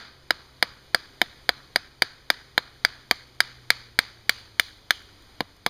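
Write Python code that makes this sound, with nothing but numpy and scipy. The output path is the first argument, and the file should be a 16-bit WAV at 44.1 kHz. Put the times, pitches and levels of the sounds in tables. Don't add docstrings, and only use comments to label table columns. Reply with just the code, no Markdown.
import sys
import numpy as np
from scipy import signal
from scipy.fft import rfft, irfft
from scipy.io import wavfile
from scipy.ndimage import map_coordinates

SR = 44100
rng = np.random.default_rng(int(sys.argv[2]) if len(sys.argv) > 2 else 0)


def log_audio(samples):
    frames = np.atleast_2d(samples).T
    limited = np.clip(frames, -1, 1)
    pcm = np.round(limited * 32767).astype(np.int16)
    wavfile.write(sys.argv[1], SR, pcm)


N = 250929

# freq_hz, level_db
CRACK_SPECTRUM = [(300, -22), (1200, 18.5), (3000, -51), (5000, 15), (6200, 7), (7200, 5), (9500, 5),
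                  (12500, -1), (15000, 0.5), (16500, -84)]


def amp(db):
    return 10 ** (np.asarray(db) / 20)


def burst(x):
    return x / np.sqrt(np.sum(x ** 2) + 1e-20)


def fade(t, t60):
    return np.exp(-np.log(1000) * t / t60)


def wobble(rate):
    return map_coordinates(rng.standard_normal(int(N * rate / SR) + 4), [np.arange(N) * rate / SR])


def noise(spectrum, size):
    hz, db = np.transpose(spectrum)
    gain = amp(np.interp(np.log(np.fft.rfftfreq(size, 1 / SR) + 1), np.log(hz), db))
    coloured = irfft(rfft(rng.standard_normal(size)) * gain, size)
    return coloured / np.sqrt(np.mean(coloured ** 2) + 1e-20)


def add(track, start_s, sound):
    start = round(start_s * SR)
    part = sound[max(-start, 0):max(N - start, 0)]
    track[max(start, 0):][:len(part)] += part


def notch(x, hz, width_hz):
    return signal.lfilter(*signal.iirnotch(hz, hz / width_hz, SR), x)


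def leaves():
    # freq_hz, level_db
    hiss_spectrum = [(25, 11.5), (65, 15.5), (100, 12.5), (170, 3), (350, 6), (600, 0.5), (1500, -1),
                     (3300, -0.5), (4800, 1.5), (6300, -7.5), (9500, -11.5), (12000, -18), (15000, -19.5),
                     (15800, -47)]
    breeze_db = 1.2 * wobble(3)
    return amp(-54 + breeze_db) * noise(hiss_spectrum, N)


def far_engine():
    # time_s, pitch_hz, level_db
    run = [(0, 128, -63.5), (1.6, 134.5, -63), (2.6, 130.5, -64.5), (3.2, 126.5, -60), (3.701, 121.7, -55),
           (4.102, 115.5, -58), (4.8, 102, -62), (5.69, 94, -62.5)]
    # pitch_multiple, level_db, share_of_swell
    partials = [(.5, -8.5, 0.95), (1, -1.5, 0.97), (2, -10.5, 0), (3, -10, 0.19), (4, -13.5, 0.18)]
    time_s, pitch_hz, level_db = np.transpose(run)
    t = np.arange(N) / SR
    swell_db = np.interp(t, time_s, level_db) - level_db[0]
    wavering_hz = np.interp(t, time_s, pitch_hz) * (1 + 0.0018 * wobble(4.16))
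    phase = 2 * np.pi * np.cumsum(wavering_hz) / SR
    hum = sum(amp(db + share * swell_db + 1.67 * wobble(2.8)) * np.sin(multiple * phase)
              for multiple, db, share in partials)
    rumble = noise([(15, -2), (30, -4), (70, 5), (150, -7), (600, -32), (3000, -97)], N)
    return amp(level_db[0]) * (np.sqrt(2) * hum + amp(swell_db - 23) * rumble)


def forest_wash(snap_db, baton_hz, blade_hz):
    # freq_hz, level_db
    tree_spectrum = [(150, -18.5), (500, -16.5), (900, -10), (1550, -3), (2200, -3), (3200, -3.5),
                     (4100, 0), (4800, -0.5), (6200, -9), (7000, -13), (9500, -17.5), (12000, -23.5),
                     (15000, -36)]
    t = np.arange(SR * 3 // 4) / SR
    hz = np.geomspace(100, SR / 2, 80)
    tree_hz, tree_db = np.transpose(tree_spectrum)
    db = np.interp(np.log(hz), np.log(tree_hz), tree_db)
    db += 0.5 * (snap_db - 5) * np.log2(hz / 3000)
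    for pitch_hz, lift_db in ((baton_hz, 4), (blade_hz, 5)):
        db += lift_db * np.exp(-((hz - pitch_hz) / 330) ** 2)
    grain = amp(1.24 * wobble(207.2)[:len(t)])
    swell = amp(np.exp(-((t - 0.075) / 0.11) ** 2))
    envelope = fade(t, t60=0.6) * (1 - np.exp(-t / 0.0013))
    return noise(np.column_stack([hz, db]), len(t)) * grain * swell * envelope


def echo_response():
    # delay_s, level_db
    trunks = [(0.086, -45.5), (0.096, -46), (0.110, -46), (0.182, -52)]
    # freq_hz, level_db
    bark_spectrum = [(300, -19), (1100, -6), (1500, -3), (2100, -15), (4500, -11), (9000, -17.5)]
    t = np.arange(SR // 4) / SR
    scatter = noise([(200, 8.5), (800, 2.5), (1600, -1.5), (4500, -2), (12000, -2.5)], len(t))
    response = amp(-17) * burst(scatter * fade(t, t60=0.05) * np.clip(t / 0.0024, 0, 1))
    for delay_s, level_db in trunks:
        envelope = (t > delay_s) * fade(np.abs(t - delay_s), t60=0.027)
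        response += amp(level_db) * burst(noise(bark_spectrum, len(t)) * envelope)
    return response


def fibre_ticks():
    # start_s, level_db
    ticks = [(3.2724, -56.5), (3.3488, -58), (5.023, -48), (5.2238, -50), (5.5653, -52)]
    track, t = np.zeros(N), np.arange(SR // 30) / SR
    for start_s, level_db in ticks:
        add(track, start_s, amp(level_db) * noise(CRACK_SPECTRUM, len(t)) * fade(t, t60=0.016))
    return track


def ring(modes, t, scatter_db, detune):
    hz, db, t60 = np.transpose(modes)
    level_jitter, pitch_jitter = rng.standard_normal((2, len(hz)))
    gain = (-1) ** np.arange(len(hz)) * amp(db + scatter_db * level_jitter)
    waves = np.sin(2 * np.pi * np.outer(t, hz * (1 + detune * pitch_jitter)))
    return burst((waves * fade(t[:, None], t60)) @ gain)


def favour(modes, pitch_hz, db_per_octave):
    return [(hz, db - db_per_octave * abs(np.log2(hz / pitch_hz)), t60) for hz, db, t60 in modes]


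def radiated(x, corner_hz):
    return burst(signal.sosfilt(signal.butter(2, corner_hz, "highpass", fs=SR, output="sos"), x))


def blade_clink(t, pitch_hz):
    # pitch_hz, level_db, t60_s
    blade_modes = [(3133, 5.5, 0.0036), (3696, 0, 0.0075), (4140, -0.5, 0.0071), (4830, -0.5, 0.01)]
    steel = favour(blade_modes, pitch_hz, db_per_octave=10.5)
    bite_s, rebite_s = rng.uniform(0.00046, 0.001097), rng.uniform(0.001349, 0.002605)
    bite = amp(-4) * ring(steel, np.maximum(t - bite_s, 0), scatter_db=-0.5, detune=0.018)
    rebite = amp(-3) * ring(steel, np.maximum(t - rebite_s, 0), scatter_db=1, detune=0.027)
    strike = ring(steel, t, scatter_db=-0.5, detune=0.01)
    return radiated(strike + bite + rebite, corner_hz=1410)


def fibre_crack(t):
    decay = fade(t, t60=0.0089) + amp(-19.5) * fade(t, t60=0.022)
    attack = 1 - np.exp(-t / 0.0002)
    return radiated(noise(CRACK_SPECTRUM, len(t)) * decay * attack, corner_hz=1490)


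def clack(seat_db, snap_db, thud_db, baton_hz, blade_hz):
    # pitch_hz, level_db, t60_s
    stump_modes = [(187, -0.5, 0.019), (347, 4, 0.022)]
    block_modes = [(488, -6, 0.025), (710, 1, 0.019), (1019, -1, 0.017)]
    baton_modes = [(1275, -14, 0.021), (1643, 3.5, 0.007), (2288, -1, 0.0088)]
    t = np.arange(SR // 12) / SR
    stump = amp(-13.5 + 1.62 * seat_db) * ring(stump_modes, t, scatter_db=4, detune=0.015)
    block = amp(-2 + seat_db) * ring(block_modes, t, scatter_db=1.23, detune=0.0147)
    knock = ring(favour(baton_modes, baton_hz, db_per_octave=4.5), t, scatter_db=1.44, detune=0.0068)
    baton = amp(9.5 - 0.2 * seat_db) * radiated(knock, corner_hz=850)
    blade = amp(9 - 0.12 * seat_db) * blade_clink(t, blade_hz)
    crack = amp(0.5 + snap_db) * fibre_crack(t)
    thud = amp(-19.5 + thud_db) * radiated(t * np.exp(-t / 0.00027), corner_hz=82)
    return notch(block - stump - baton - blade + crack + thud, hz=1174, width_hz=40)


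def batoning():
    # start_s, level_db, seat_db, snap_db, thud_db, blade_hz
    blows = [(0.3065, 0.5, 2, -1.5, -10, 4350), (0.626, 1.5, 1.5, -1.5, -17, 4810),
             (0.9464, 1.65, 1, 0.5, -4, 4850), (1.2157, 1, 4, 1.5, -15, 3670),
             (1.4913, 1, 3, -2.5, -3, 4100), (1.7595, 0.5, 2.5, 0, -12, 4920),
             (2.021, 2, 0, 0.5, 4.5, 4570), (2.3018, 1.5, 0, 1, -19, 4900), (2.5782, 1, 3.5, -2, -6, 4200),
             (2.849, 1.5, -6, -0.5, -8, 4700), (3.1111, 1.5, 1, 2.5, 10.5, 4560),
             (3.4043, 1.5, -9, 1, -1, 4800), (3.7037, 2.5, -8, 2, -7, 4560),
             (3.9893, 2, -7.5, 1.5, 10, 4650), (4.2942, 1.35, -10, 4, -4, 4540),
             (4.5967, 0.5, -5.5, 7.5, -6, 3360), (4.9068, 0, -5.5, 5, -2, 3100),
             (5.4058, -7.5, 11, -6, 0, 3800), (5.663, -3.5, 7, 6, -8, 3800)]
    baton_base_hz, octaves_per_db, octaves_per_s = 1485, 0.16, 0.06
    track = np.zeros(N)
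    for start_s, level_db, seat_db, snap_db, thud_db, blade_hz in blows:
        baton_hz = baton_base_hz * 2 ** (octaves_per_db * snap_db + octaves_per_s * start_s)
        hit = amp(level_db) * clack(seat_db, snap_db, thud_db, baton_hz, blade_hz)
        add(track, start_s, hit)
        add(track, start_s, signal.fftconvolve(hit, echo_response()))
        send_db = -43 + 0.18 * snap_db - 0.29 * seat_db
        add(track, start_s, amp(level_db + send_db) * forest_wash(snap_db, baton_hz, blade_hz))
    add(track, -0.03, amp(-39) * forest_wash(snap_db=-2, baton_hz=baton_base_hz, blade_hz=4570))
    return track


def scene():
    return (batoning() + fibre_ticks() + leaves() + far_engine())[None]


def record(dry):
    # centre_hz, width_hz
    hollows = [(2715, 246), (5510, 530), (7900, 1310), (10930, 620)]
    ceiling, hardness, top_hz = 0.97, 6, 16600
    x = dry
    for hz, width_hz in hollows:
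        x = notch(notch(x, hz, width_hz), hz, width_hz)
    rounded = x / (1 + np.abs(x / ceiling) ** hardness) ** (1 / hardness)
    return signal.sosfilt(signal.ellip(10, 0.1, 90, top_hz, fs=SR, output="sos"), rounded)


dry = scene()
out = record(dry)
log_audio(out)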